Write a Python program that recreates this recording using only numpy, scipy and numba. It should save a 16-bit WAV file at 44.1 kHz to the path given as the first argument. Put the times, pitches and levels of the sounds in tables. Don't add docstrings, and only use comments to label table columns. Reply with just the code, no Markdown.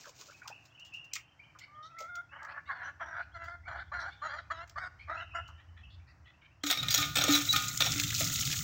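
import sys
import numpy as np
from scipy import signal
from scipy.fft import rfft, irfft
from scipy.io import wavfile
from numba import njit

SR = 44100
rng = np.random.default_rng(int(sys.argv[2]) if len(sys.argv) > 2 else 0)


def materialize(psi):
    bounded = np.clip(np.atleast_2d(psi).T, -1, 1)
    quanta = np.round(bounded * 32767).astype(np.int16)
    wavfile.write(sys.argv[1], SR, quanta)


N = 380583
T = np.arange(N) / SR
WATER_START_S = 6.634
# (time [s], level [dB])
FLOW_COURSE = [(6.66, -44), (6.82, -59), (7.0, -37.5), (7.13, -54.5), (7.36, -37.5), (7.75, -40.5),
               (7.79, -41.5), (7.86, -35), (8.05, -36.5), (8.63, -36.5)]


def undb(db):
    return 10 ** (np.asarray(db) / 20)


def unit(x):
    return x / (np.std(x) + 1e-12)


def curves(table, t=T):
    s, *columns = np.transpose(table)
    return [np.interp(t, s, column) for column in columns]


def add(out, s, sound):
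    i = max(int(s * SR), 0)
    out[i:i + len(sound)] += sound[:max(N - i, 0)]


def colour(x, points):
    hz, db = np.transpose(points)
    size = 4096
    bins_hz = np.arange(size // 2 + 1) * SR / size
    gain = undb(np.interp(np.log(bins_hz + 1), np.log(hz), db))
    cepstrum = irfft(np.log(gain))
    cepstrum[1:size // 2] *= 2
    cepstrum[size // 2 + 1:] = 0
    response = irfft(np.exp(rfft(cepstrum)))
    return signal.fftconvolve(x, response / np.linalg.norm(response))[:len(x)]


def noise(points):
    return colour(rng.standard_normal(N), points)


def walk(rate):
    return unit(np.interp(T * rate, np.arange(N // 8), rng.standard_normal(N // 8)))


def fade(t, t60):
    return np.exp(-np.log(1000) * t / t60)


def swell(t, rise, t60):
    return np.minimum(t / rise, 1) * fade(np.maximum(t - rise, 0), t60)


def blows(rows):
    power, t = np.zeros(N), T[:SR // 2]
    for s, db, rise, t60 in rows:
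        add(power, s - rise, (undb(db) * swell(t, rise, t60)) ** 2)
    return np.sqrt(power)


def bursts(rows, t60, spread):
    out, t = np.zeros(N), T[:SR // 4]
    for s, db, hz in rows:
        below = [(hz / spread ** 3, -34), (hz / spread, -9)]
        above = [(hz * spread, -9), (hz * spread ** 3, -28), (hz * spread ** 8, -55)]
        burst = rng.standard_normal(len(t)) * fade(t, t60)
        add(out, s, undb(db) * colour(burst, below + [(hz, 0)] + above))
    return out


def whistles(rows, waver, flutter_db, octave_db):
    out, wobble, flutter = np.zeros(N), walk(350), walk(180)
    for s, length, first_hz, last_hz, db in rows:
        on = slice(int(s * SR), int((s + length) * SR))
        u = np.linspace(0, 1, len(T[on]))
        glide_hz = first_hz + (last_hz - first_hz) * np.sin(u * np.pi / 2)
        phase = 2 * np.pi * np.cumsum(glide_hz * (1 + waver * wobble[on])) / SR
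        tone = np.sqrt(2) * (np.sin(phase) + undb(octave_db) * np.sin(2 * phase))
        arch = 2 * np.sqrt(u * (1 - u))
        out[on] += undb(db + flutter_db * flutter[on]) * arch * tone
    return out


def ring(modes, scatter_db, detune):
    t = T[:int(SR * max(t60 for _, _, t60 in modes))]
    chance = rng.standard_normal((len(modes), 3))
    gains = undb(np.array(modes)[:, 1] + scatter_db * chance[:, 0])
    tones = np.zeros(len(t))
    for (hz, _, t60), gain, (_, turn, shift) in zip(modes, gains, chance):
        tones += gain * fade(t, t60) * np.sin(2 * np.pi * (hz * (1 + detune * shift) * t + turn))
    return tones * np.sqrt(2) / np.linalg.norm(gains)


def shifting(x, edges_hz, depth_db, rate):
    lows = [0]
    for hz in edges_hz:
        lows.append(signal.sosfiltfilt(signal.butter(4, hz, fs=SR, output="sos"), x))
    lows.append(x)
    bands = [upper - lower for lower, upper in zip(lows, lows[1:])]
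    return np.std(x) * unit(sum(band * undb(depth_db * walk(rate)) for band in bands))


def echoes(x, t60, wet_db):
    t = T[:SR]
    tail = rng.standard_normal(SR) * fade(t, t60) * np.minimum(t / 0.0019, 1)
    return x + undb(wet_db) * signal.fftconvolve(x, tail / np.linalg.norm(tail))[:N]


def countryside():
    # (time [s], level before rumble_gain_db [dB])
    rumble_course = [(0.0, -87), (0.11, -75), (2.01, -70.5), (2.9, -62), (3.25, -52.5), (4.4, -55),
                     (5.86, -50.5), (6.45, -61.5)]
    # (frequency [Hz], relative level [dB])
    rumble_colour = [(25, -27), (50, -1.5), (70, 14), (85, 15), (110, 4.5), (150, -9.5), (220, -16.5),
                     (400, -68.5)]
    # (frequency [Hz], relative level [dB])
    field_colour = [(30, -21), (60, -24), (110, 1), (160, -5.5), (220, -16), (310, -11), (410, -22),
                    (700, -14), (1900, -17), (3150, -36.5), (3700, -35.5), (5600, -29), (7800, -40),
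                    (8700, -50.5), (12000, -52.5), (15500, -43.5)]
    field_db, rumble_gain_db = -66.5, -2.5
    rumble_db, = curves(rumble_course)
    air = noise(field_colour) * undb(field_db + 0.7 * walk(3.9))
    return air + noise(rumble_colour) * undb(rumble_db + rumble_gain_db + 2.0 * walk(6.9))


def footsteps():
    # (time [s], level [dB], t60 [s])
    scuffs = [(0.058, -65, 0.073), (0.081, -54, 0.06), (.094, -58, 0.033), (.192, -58.5, 0.11),
              (0.212, -51, 0.068), (.31, -64, 0.14), (0.656, -58, 0.063), (0.478, -43, 0.047),
              (0.798, -58.5, 0.041), (.851, -58, 0.15), (0.939, -60, 0.17), (1.046, -61.5, 0.061),
              (1.137, -30, 0.0095), (1.143, -45, 0.085), (1.156, -36.5, 0.034), (1.166, -41, 0.026),
              (1.591, -48, 0.038), (1.988, -52, 0.24), (2.007, -47, 0.04), (2.156, -43, 0.024),
              (2.432, -56, 0.017), (2.45, -61, 0.032), (3.441, -60, 0.14), (4.679, -58.5, 0.022),
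              (4.698, -47.5, 0.015), (5.48, -61, 0.072)]
    # (frequency [Hz], relative level [dB])
    grit_colour = [(500, -31), (1200, -33), (2300, -4), (3500, -6), (5000, -2.5), (6800, -1), (8200, -14.5),
                   (10000, -45), (13000, -24), (15500, -13)]
    # (time [s], level [dB])
    shuffle_course = [(0, -57), (.14, -69), (.2, -59), (.4, -68), (.7, -79.5), (1.0, -106)]
    # (frequency [Hz], relative level [dB])
    rustle_colour = [(150, 2), (900, 5), (1500, 1), (4000, -28)]
    grain_db, uneven_db, scuff_rise_s = 3, 2, 0.0042
    rustle_db = -6.5
    grit = unit(colour(rng.standard_normal(N) * undb(grain_db * walk(900)), grit_colour))
    shuffle_db, = curves(shuffle_course)
    shuffle = undb(shuffle_db + uneven_db * walk(43.0)) * (T < shuffle_course[-1][0])
    steps = blows([(s, db, scuff_rise_s, t60) for s, db, t60 in scuffs])
    rustle = noise(rustle_colour) * undb(rustle_db + 4 * walk(38.4))
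    return grit * (steps + shuffle) + rustle * shuffle


def hen_clucks():
    # (time [s], length [s], first pitch [Hz], last pitch [Hz], level [dB])
    clucks = [(.04, 0.039, 1584, 1435, -52.5), (.058, 0.047, 591, 480, -57.5), (.07, .03, 1080, 890, -61),
              (.275, 0.032, 548, 517, -61), (.278, .05, 1146, 1360, -57), (.445, .045, 1060, 989, -54.5),
              (.5, 0.031, 943, 704, -48.5)]
    return whistles(clucks, waver=.13, flutter_db=4, octave_db=-14)


def yard_knocks_and_cluck():
    # (time [s], level [dB], pitch [Hz])
    knocks = [(.055, -52, 1150), (.212, -55.5, 1150), (.417, -50.5, 1430), (.477, -50.5, 1400),
              (1.158, -50.5, 1260), (1.16, -41.5, 2220), (1.55, -54, 1220), (2.003, -41, 594),
              (5.487, -50, 1130)]
    return bursts(knocks, t60=0.11, spread=1.2)


def small_birds():
    # (time [s], length [s], starting pitch [Hz], relative level [dB])
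    chirps = [(0.414, 0.021, 2105, -54.5), (0.507, 0.064, 2490, -57.5), (0.715, 0.051, 2596, -60),
              (0.775, 0.062, 2565, -56), (0.922, 0.054, 2505, -50.5), (1.114, 0.067, 2376, -58.5),
              (1.204, 0.017, 2690, -59), (1.391, 0.024, 2090, -56.5), (1.424, 0.0306, 2684, -63),
              (1.605, 0.044, 1913, -56), (1.263, 0.044, 2710, -68), (1.966, 0.034, 1900, -53),
              (2.291, 0.086, 2560, -64.5), (3.633, 0.054, 2016, -59), (4.1, 0.04, 3130, -58.5),
              (4.992, 0.0546, 2110, -56.5), (5.157, 0.079, 2516, -52.5), (5.311, 0.092, 2530, -53),
              (5.423, 0.074, 2590, -62), (0.324, 0.033, 2204, -59), (5.831, 0.03, 2510, -60),
              (6.069, 0.029, 1680, -75), (6.334, 0.023, 2450, -65.5)]
    chirp_rise = 1.16
    flock_per_s, flock_chirp_s, flock_low_hz, flock_high_hz = 7.3, 0.032, 2050, 3170
    flock_db, flock_scatter_db = -74, 0.5
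    chance = rng.random((100, 3))
    times = np.cumsum(.5 + chance[:, 0]) / flock_per_s
    flock = []
    for s, (_, pitch, size) in zip(times, chance):
        if s < WATER_START_S:
            hz = flock_low_hz * (flock_high_hz / flock_low_hz) ** pitch
            flock.append((s, flock_chirp_s, hz, flock_db + flock_scatter_db * (2 * size - 1)))
    slurs = [(s, length, hz, hz * chirp_rise, db) for s, length, hz, db in chirps + flock]
    song = whistles(slurs, waver=.02, flutter_db=4, octave_db=-27)
    return .9 * signal.sosfilt(signal.butter(4, 6000, fs=SR, output="sos"), song)


def rasping_birds():
    # (time [s], lower starting pitch [Hz], upper starting pitch [Hz], level of the lower voice [dB])
    rasps = [(1.6,2126,4260,-57), (1.826,3540,5260,-59.5), (2.48,2340,4100,-61), (2.655,2080,3720,-61.5),
             (2.83,2750,5640,-63.5), (3.19,2320,4060,-64), (3.77,3360,4100,-63.5), (3.99,3930,5380,-57),
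             (4.1,2110,4080,-61.5), (4.381,3030,4500,-69), (4.99,2330,4150,-64), (5.575,1775,3034,-62),
             (5.765,1760,3140,-62), (5.901,3380,4330,-64), (6.07,1857,4420,-65), (6.255,1880,3260,-63.5),
             (6.415,2210,2930,-63.5)]
    rasp_s, buzz_hz, upper_db, glide = 0.0564, 615, -7, 1.07
    rows = []
    for s, low_hz, high_hz, db in rasps:
        rows.append((s, rasp_s, low_hz, low_hz * glide, db))
        rows.append((s, rasp_s, high_hz, high_hz * glide, db + upper_db))
    buzz_phase = 2 * np.pi * np.cumsum(buzz_hz * (1 + .2 * walk(200))) / SR
    return (1 + .7 * np.sin(buzz_phase)) * whistles(rows, waver=.04, flutter_db=3, octave_db=-28)


def hen_whine():
    # (time [s], pitch [Hz], level [dB])
    whine = [(1.68, 577, -63), (1.70, 592, -60.5), (1.808, 613, -49.5), (1.866, 640, -51.5),
             (1.885, 655, -61), (1.906, 689, -55.5), (1.93, 650, -57), (1.96, 677, -54), (2.01, 657, -45.5),
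             (2.056, 664, -45), (2.08, 686, -50.5), (2.098, 719, -46), (2.13, 700, -47), (2.16, 697, -43),
             (2.204, 702, -42), (2.22, 738, -57)]
    hz, db = curves(whine)
    phase = 2 * np.pi * np.cumsum(hz * (1 + 0.0095 * walk(300))) / SR
    harmonics_db = [-16.0, 3.5, -14.5, -42, -24.0]
    tone = sum(undb(h) * np.sin((k + 1) * phase) for k, h in enumerate(harmonics_db))
    return unit(tone) * undb(db + 1.4 * walk(96)) * (T > whine[0][0]) * (T < whine[-1][0])


@njit
def resonate(x, hz, width):
    y, band, low = np.empty(len(x)), 0., 0.
    for i in range(len(x)):
        g, k = np.tan(np.pi * hz[i] / SR), width / hz[i]
        v = (band + g * (x[i] - low)) / (1 + g * (g + k))
        band, low, y[i] = 2 * v - band, low + 2 * g * v, k * v
    return y


def voice(source, hoarse, throat_hz, pipe_hz):
    # (frequency [Hz], relative level [dB])
    throat = [(200, -33), (330, -12.5), (420, -29.5), (540, -9.5), (700, -2), (900, -3), (1150, -3),
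              (1420, 2.5), (1750, 1), (2100, -4.5), (2400, -16.5), (3000, -50)]
    # (multiple of the main one [ratio], width [Hz], relative level [dB])
    windpipe = [(.68, 171, 0.5), (.78, 195, 3.5), (1, 198, 9.5), (1.11, 180, -1.5), (1.378, 160, -3),
                (1.668, 220, -3)]
    # (frequency [Hz], relative level [dB])
    beak = [(1500, -27.5), (2700, 2), (7000, -1.5), (8500, -12), (11000, -50)]
    peak_db, peak_width_hz = 4, 380.
    body = colour(source + hoarse, throat)
    body = body + undb(peak_db) * resonate(body, throat_hz, peak_width_hz)
    top = 0
    for multiple, width, db in windpipe:
        drift = np.interp(np.linspace(0, 4, len(source)), np.arange(5), rng.standard_normal(5))
        centre_hz = multiple * pipe_hz
        first_pass = resonate(source + hoarse / 2, centre_hz, 1. * width)
        top = top + undb(db + 4 * drift) * resonate(first_pass, centre_hz, 2. 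* width)
    return unit(body), unit(colour(top, beak))


def hen_squawks():
    # (pitch in the middle [Hz], share by which the ends lie above it [ratio],
    # roughness [0-1], opening yelp [s], overtones relative to the body [dB], windpipe resonance [Hz])
    squawks = [(566, 0.0029, 0.67, 0.0018, -29, 1500), (526, .06, 0.8, 0.029, -21.5, 4130),
               (667, 0.062, .9, 0.0096, -24.5, 3500), (675, .025, .3, 0.0029, -21.5, 4270),
               (693, .06, 0.97, 0.0027, -21, 4220), (722, 0.033, .65, .015, -21.5, 4200),
               (580, 0.21, .85, 0.0144, -15, 4110), (660, 0.079, .42, 0.011, -17, 4200),
               (719, 0.013, .62, 0.017, -20.5, 4580), (651, 0.083, 0.72, .024, -18.5, 3960),
               (666, 0.085, 0.7, 0.0079, -28, 7100)]
    # (time [s], level [dB], throat resonance [Hz])
    courses = [
        [(2.313, -68, 1560), (2.333, -47, 1570), (2.373, -48.5, 1390), (2.441, -44.5, 1410),
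         (2.535, -45.5, 1400), (2.583, -38.5, 1460), (2.61, -58, 1400)],
        [(2.672, -61.5, 1320), (2.704, -35, 1330), (2.754, -48, 1500), (2.782, -47, 1680), (2.89, -40.5, 1480),
         (2.92, -51, 1460)],
        [(2.997, -48, 1380), (3.007, -37.5, 1380), (3.035, -40.5, 1400), (3.045, -44, 1380),
         (3.115, -46.5, 1610), (3.211, -38, 1500), (3.24, -66, 1620)],
        [(3.335, -63, 1410), (3.361, -36.5, 1430), (3.385, -47.5, 1480), (3.429, -42, 1620), (3.507, -42, 1510),
         (3.555, -50.5, 1530), (3.57, -73, 1490)],
        [(3.655, -58.5, 1360), (3.685, -39, 1330), (3.727, -44.5, 1240), (3.763, -43.5, 1270),
         (3.799, -43.5, 1510), (3.83, -50, 1520)],
        [(3.917, -49, 1200), (3.921, -39, 1190), (3.965, -38.5, 1370), (4.031, -41, 1460), (4.085, -40, 1460),
         (4.105, -46, 1480)],
        [(4.217, -47.5, 1340), (4.225, -37, 1330), (4.279, -39.5, 1410), (4.391, -42.5, 1480),
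         (4.41, -48, 1530)],
        [(4.501, -41, 1380), (4.515, -32, 1420), (4.547, -44, 1450), (4.603, -37.5, 1420), (4.611, -39.5, 1400),
         (4.645, -49.5, 1430)],
        [(4.758, -44, 1370), (4.764, -39, 1390), (4.788, -34, 1440), (4.796, -42, 1440), (4.856, -36.5, 1410),
         (4.88, -44, 1400)],
        [(5.076, -55, 1200), (5.082, -46, 1190), (5.102, -36, 1260), (5.116, -43, 1240), (5.174, -43, 1510),
         (5.226, -42.5, 1590), (5.25, -54.5, 1560)],
        [(5.337, -52, 1420), (5.353, -35.5, 1360), (5.411, -45, 1500), (5.43, -72, 1540)],
    ]
    yelp_hz, yelp_share, yelp_dull_db = 1161, 0.61, -8
    doubling, hiss, edge_s = 0.7, 2, 0.0019
    pitch_rise = 0.0504
    out, air = np.zeros(N), rng.standard_normal(N)
    shimmer, wander, jitter = undb(2.4 * walk(300)), .045 * walk(50), .07 * walk(600)
    sway, neck = undb(2 * walk(22)), 1 + .04 * walk(22)
    for course, settings in zip(courses, squawks):
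        pitch_hz, sag, roughness, yelp_s, overtones_db, pipe_hz = settings
        on = slice(int(course[0][0] * SR), int(course[-1][0] * SR))
        db, throat_hz = curves(course, T[on])
        t = T[on] - T[on][0]
        progress = t / t[-1]
        rough = np.minimum(roughness * sway[on], 1)
        yelp = 1 / (1 + (t / yelp_s) ** 6)
        bend = 1 + sag * (2 * progress - 1) ** 2 + pitch_rise * roughness * (progress - .5)
        held_hz = pitch_hz * bend * (1 + rough * (wander[on] + jitter[on]))
        phase = 2 * np.pi * np.cumsum(yelp * yelp_hz / 2 + (1 - yelp) * held_hz) / SR
        pulses = unit(sum(np.cos(k * phase + k * k) for k in np.arange(1, 13)))
        pulses = pulses * (1 + doubling * np.sin(phase / 2)) * shimmer[on]
        hoarse = hiss * rough ** 1.4 * air[on] * shimmer[on]
        body, top = voice(pulses, hoarse, throat_hz, pipe_hz * neck[on])
        clear = yelp_share * yelp
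        body = body * np.sqrt(1 - clear) + np.sqrt(2 * clear) * np.sin(2 * phase)
        edges = np.minimum(np.minimum(t, t[-1] - t) / edge_s, 1)
        out[on] += edges * undb(db) * (body + top * undb(overtones_db + yelp_dull_db * yelp))
    return out


def near_walls(x):
    paths = [np.interp(T - lag_s - .00025 * walk(1.5), T, x) for lag_s in (.0013, .0031, .0087)]
    return .9 * x + .22 * sum(paths)


def hen_whistles():
    # (time [s], length [s], first pitch [Hz], last pitch [Hz], level [dB])
    high_whistles = [(2.84, 0.036, 6230, 5820, -63), (3.0, 0.15, 5800, 5640, -71),
                     (4.02, 0.022, 5560, 5540, -60)]
    return whistles(high_whistles, waver=.012, flutter_db=3, octave_db=-40)


def pot_ring():
    # (frequency [Hz], relative level [dB], t60 [s])
    shell_modes = [(795, -2.5, 0.42), (1227, 10.5, 0.5), (1284, 14, 0.17), (1452, 2, 0.2), (1440, 0.5, 1),
                   (1840, 5, 0.27), (2440, 5.5, 0.26), (2380, 2, 0.48), (3550, -24, 0.49),
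                   (3210, -11, 0.44), (4140, 7, 0.16), (4450, -14, .27), (4740, -15, .25),
                   (5600, -28, 0.41), (6000, -6, 0.18)]
    return ring(shell_modes, scatter_db=2, detune=.005)


def water():
    # (frequency [Hz], relative level [dB])
    splash_colour = [(350, -54), (600, -25), (706, -7), (979, -38), (1200, 1), (1380, 8.5), (1730, -20.5),
                     (1990, -3), (2540, -6.5), (3660, 6), (4810, 0), (6760, 11.5), (9370, -9),
                     (11200, -13.5), (15500, 6.5)]
    # (time [s], level [dB])
    gurgle_course = [(6.68, -75), (6.8, -46.5), (7.7, -45), (8.0, -41), (8.63, -39.5)]
    # (frequency [Hz], relative level [dB])
    gurgle_colour = [(40, -17.5), (75, -4.5), (115, 4.5), (160, 3.5), (195, -12), (290, -11), (380, -28.5),
                     (650, -41), (1000, -60)]
    drops_per_s, size_spread_db, surge_db = 2200, 2.0, 2
    bubble_db, spray_db = -4, -13
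    drumming_db = -24
    (splash_db,), (gurgle_db,) = curves(FLOW_COURSE), curves(gurgle_course)
    sizes = undb(size_spread_db * np.minimum(rng.exponential(size=N), 4.5)) * rng.choice([-1, 1], N)
    ticks = sizes * (rng.random(N) < drops_per_s / SR)
    bubbles, t = np.zeros(N), T[:SR // 60]
    for when, pitch, size in rng.random((1800, 3)):
        cycles = 1700 * 5 ** pitch * t
        tone = np.sin(2 * np.pi * cycles * (1 + 0.014 * np.minimum(cycles, 30)))
        s = WATER_START_S + when * (T[-1] - WATER_START_S)
        add(bubbles, s, undb(20 * size ** 3) * tone * fade(cycles, 22))
    bubbles /= np.std(bubbles[T > WATER_START_S])
    spray = undb(spray_db) * rng.standard_normal(N)
    splash = unit(colour(unit(ticks) + undb(bubble_db) * bubbles + spray, splash_colour))
    drumming = unit(signal.fftconvolve(ticks, pot_ring())[:N])
    stream = (splash * undb(surge_db * walk(45)) + undb(drumming_db) * drumming) * undb(splash_db)
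    gurgle = noise(gurgle_colour) * undb(gurgle_db + 2.0 * walk(30))
    return (stream + gurgle) * (T > WATER_START_S)


def contacts():
    # (time [s], relative level [dB], t60 [s], brightness [dB])
    clanks = [(6.637, -30.5, 0.031, -11), (6.664, -30, 0.21, 4), (6.701, -21.5, 0.041, 1),
              (6.711, -22, 0.043, 13.5), (6.725, -24, 0.069, 0), (6.774, -29.5, .036, -3),
              (6.83, -25.5, 0.032, -2), (6.885, -25, 0.03, -2), (6.906, -26, 0.11, 13),
              (6.927, -29, .05, 7), (6.943, -21, 0.041, 10), (6.947, -21.5, 0.039, 14),
              (6.957, -23.5, 0.022, 3), (6.978, -22.5, 0.046, 10), (7.156, -22, 0.11, 2),
              (7.17, -17, 0.025, 2), (7.185, -22.5, 0.059, -1), (7.211, -21.5, 0.071, -1),
              (7.24, -20, 0.037, 6), (7.352, -17.5, 0.021, 6), (7.529, -15.5, 0.02, 12),
              (7.562, -17, 0.041, 4), (7.805, -19, 0.075, 0), (7.822, -19, 0.023, -4),
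              (7.876, -36, .015, -13)]
    # (time [s], relative level [dB], brightness [dB])
    grinds = [(7.03, -34.5, -6), (7.29, -28, 2), (7.326, -25.5, 11), (7.357, -27, 1), (7.863, -29, -2)]
    clank_rise_s, grind_rise_s, grind_t60_s = 0.0017, 0.03, 0.17
    rattle_db, rattle_rise_s, rattle_t60_s = -24.5, .018, 0.61
    rows = [(s, db, clank_rise_s, t60, bright) for s, db, t60, bright in clanks]
    for s, db, _, _ in clanks:
        rows.append((s + rattle_rise_s, db + rattle_db, rattle_rise_s, rattle_t60_s, 0))
    return rows + [(s, db, grind_rise_s, grind_t60_s, bright) for s, db, bright in grinds]


def pump():
    # (frequency [Hz], relative level [dB])
    iron_colour = [(200, -56.5), (500, -6), (790, -6.5), (950, -16), (1380, 3.5), (1800, -10), (2280, 4),
                   (2850, -3.5), (3600, 7), (4700, -5), (5600, -3.5), (6800, -7.5), (9500, -30.5),
                   (15000, -8.5)]
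    # (frequency [Hz], relative level [dB], t60 [s])
    iron_modes = [(1400, 2.5, 0.055), (1800, -1.5, 0.19), (2206, 1, 0.11), (2677, -2, 0.22),
                  (3180, -11, 0.18), (3400, -6, 0.043), (3580, -10, 0.019), (3340, -3.5, 0.19),
                  (3766, 16.5, 0.024), (4340, 6, 0.036), (5250, -17, 0.082), (5800, -16, 0.058),
                  (5500, 2.5, 0.061), (5660, 8, 0.088), (6730, 15.5, 0.016), (7050, -27, 0.07),
                  (7750, -3, 0.052), (8200, 9, 0.0093)]
    # (time [s], length [s], first pitch [Hz], last pitch [Hz], level [dB])
    squeak_rows = [(6.77, 0.047, 3735, 3770, -36), (6.9, 0.038, 4830, 4800, -33.5),
                   (6.905, 0.024, 6720, 6700, -37), (7.315, 0.058, 3905, 3880, -32.5),
                   (7.488, 0.033, 3910, 3880, -28)]
    chatter_db, crack_db, ring_db = 2.5, -2, -6
    bright_hz = 5000
    chatter = unit(rng.standard_normal(N) * undb(chatter_db * walk(700)))
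    dull = signal.sosfiltfilt(signal.butter(2, bright_hz, fs=SR, output="sos"), chatter)
    cracks, rings, t = np.zeros(N), np.zeros(N), T[:SR // 3]
    for s, db, rise, t60, bright in contacts():
        on = slice(int(s * SR), int(s * SR) + len(t))
        grain = dull[on] * undb(-bright / 2) + (chatter[on] - dull[on]) * undb(bright / 2)
        contact = undb(db) * swell(t, rise, t60) * grain
        iron = ring(iron_modes, scatter_db=5, detune=.015)
        add(cracks, s - rise, contact)
        add(rings, s - rise, signal.fftconvolve(contact, iron / np.linalg.norm(iron)))
    squeaks = whistles(squeak_rows, waver=.012, flutter_db=4, octave_db=-28)
    return undb(crack_db) * colour(cracks, iron_colour) + undb(ring_db) * rings + squeaks


def pot():
    # (time [s], shell ring level [dB], air boom level [dB])
    pot_knocks = [(6.637, -39.5, -35.5), (6.711, -37.5, -43.5), (6.833, -39.5, -55.5), (6.981, -32, -41),
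                  (7.172, -45, -43.5), (7.236, -33.5, -41), (7.29, -29.5, -23), (7.536, -28, -46),
                  (7.804, -35.5, -50), (7.957, -57, -38.5), (8.205, -42, -45.5)]
    air_hz, air_t60_s = 290.4, 0.27
    out, t = np.zeros(N), T[:SR // 2]
    boom = np.sqrt(2) * np.sin(2 * np.pi * air_hz * t) * fade(t, air_t60_s) * np.minimum(t / 0.003, 1)
    for s, shell_db, air_db in pot_knocks:
        add(out, s, undb(shell_db) * pot_ring())
        add(out, s, undb(air_db) * boom)
    return out


def plops():
    plops_per_s, low_hz, high_hz = 60, 1600, 7500
    ring_cycles, glide = 35, .12
    quietest_db, size_range_db = -6, 10
    out, t = np.zeros(N), T[:SR // 12]
    span = T[-1] - WATER_START_S
    for when, pitch, size in rng.random((int(plops_per_s * span), 3)):
        s = WATER_START_S + when * span
        splash_db, = curves(FLOW_COURSE, s)
        cycles = low_hz * (high_hz / low_hz) ** pitch * t
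        tone = np.sin(2 * np.pi * cycles * (1 + glide * np.minimum(cycles / ring_cycles, 1)))
        add(out, s, undb(splash_db + quietest_db + size_range_db * size) * tone * fade(cycles, ring_cycles))
    return out


def droplets():
    gobs_per_s, drops_per_gob, gob_spread_s, drop_t60_s = 45, 4, .018, .009
    drop_db, scatter_db = 2, 6
    low_hz, high_hz = 1740, 7900
    span = T[-1] - WATER_START_S
    gobs = WATER_START_S + span * rng.random(int(gobs_per_s * span))
    late, size, pitch = rng.random((len(gobs) * drops_per_gob, 3)).T
    s = np.repeat(gobs, drops_per_gob) + gob_spread_s * late
    db = curves(FLOW_COURSE, s)[0] + drop_db + scatter_db * (2 * size - 1)
    hz = low_hz * (high_hz / low_hz) ** pitch
    return list(zip(s, db, hz, np.full(len(s), drop_t60_s)))


def splats():
    # (time [s], relative level [dB], pitch [Hz], t60 [s])
    big_drops = [(7.452, -27.5, 6500, .02), (7.683, -27, 6550, 0.049), (7.776, -22.5, 6600, 0.014),
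                 (7.921, -27, 5500, 0.017), (7.999, -20.5, 2200, 0.022), (8.037, -25, 3000, 0.051),
                 (8.106, -25, 1990, 0.027), (8.149, -24.5, 5730, 0.02), (8.162, -26, 4460, 0.01),
                 (8.2, -28, 6600, 0.014), (8.207, -24, 650, 0.098), (8.244, -22.5, 5900, 0.016),
                 (8.25, -31, 5000, .05), (8.301, -33, 5900, 0.015), (8.36, -26, 4800, 0.028),
                 (8.412, -24.5, 6670, 0.042), (8.452, -30, 5000, 0.07), (8.528, -25, 2430, 0.041)]
    # (frequency [Hz], relative level [dB])
    splat_colour = [(300, -17), (650, -2), (950, -21), (1400, -8), (2200, 0.5), (7200, 4), (9500, -12),
                    (11500, -7), (15000, -4.5)]
    rise_s, splats_db = .002, -4.5
    out, t = np.zeros(N), T[:SR // 12]
    for s, db, hz, t60 in big_drops + droplets():
        hump = [(hz / 4, -20), (hz / 1.5, -6), (hz, 0), (hz * 1.5, -6), (hz * 4, -13)]
        slap = rng.standard_normal(len(t)) * swell(t, rise_s, t60)
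        add(out, s - rise_s, undb(db) * colour(slap, hump))
    return undb(splats_db) * colour(out, splat_colour)


def piston_thuds():
    # (time [s], level [dB], pitch [Hz])
    thuds = [(6.712, -40, 700), (7.16, -44.5, 560), (7.19, -45, 676), (7.214, -38, 594),
             (7.245, -39.5, 515), (7.28, -34, 570), (7.806, -40, 770), (7.865, -40, 790)]
    return bursts(thuds, t60=0.086, spread=1.4)


def scene():
    yard = echoes(footsteps() + yard_knocks_and_cluck(), t60=0.14, wet_db=-7.0)
    chirping = echoes(small_birds(), t60=.55, wet_db=-.5)
    calling = echoes(rasping_birds() + hen_whistles(), t60=.35, wet_db=-7)
    squawks = shifting(hen_squawks(), (1100, 1550, 2500, 3600, 5000), depth_db=2.5, rate=35)
    hen = echoes(hen_clucks() + hen_whine() + near_walls(squawks), t60=0.61, wet_db=-16)
    spill = shifting(water(), (900, 2900, 5200), depth_db=2.2, rate=55)
    close_by = spill + pump() + pot() + plops() + splats() + piston_thuds()
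    trough = echoes(close_by, t60=0.51, wet_db=-11.5)
    return (countryside() + yard + chirping + calling + hen + trough)[None]


def record(dry):
    return signal.sosfilt(signal.ellip(10, .2, 70, 15800, fs=SR, output="sos"), dry)


dry = scene()
out = record(dry)
materialize(out)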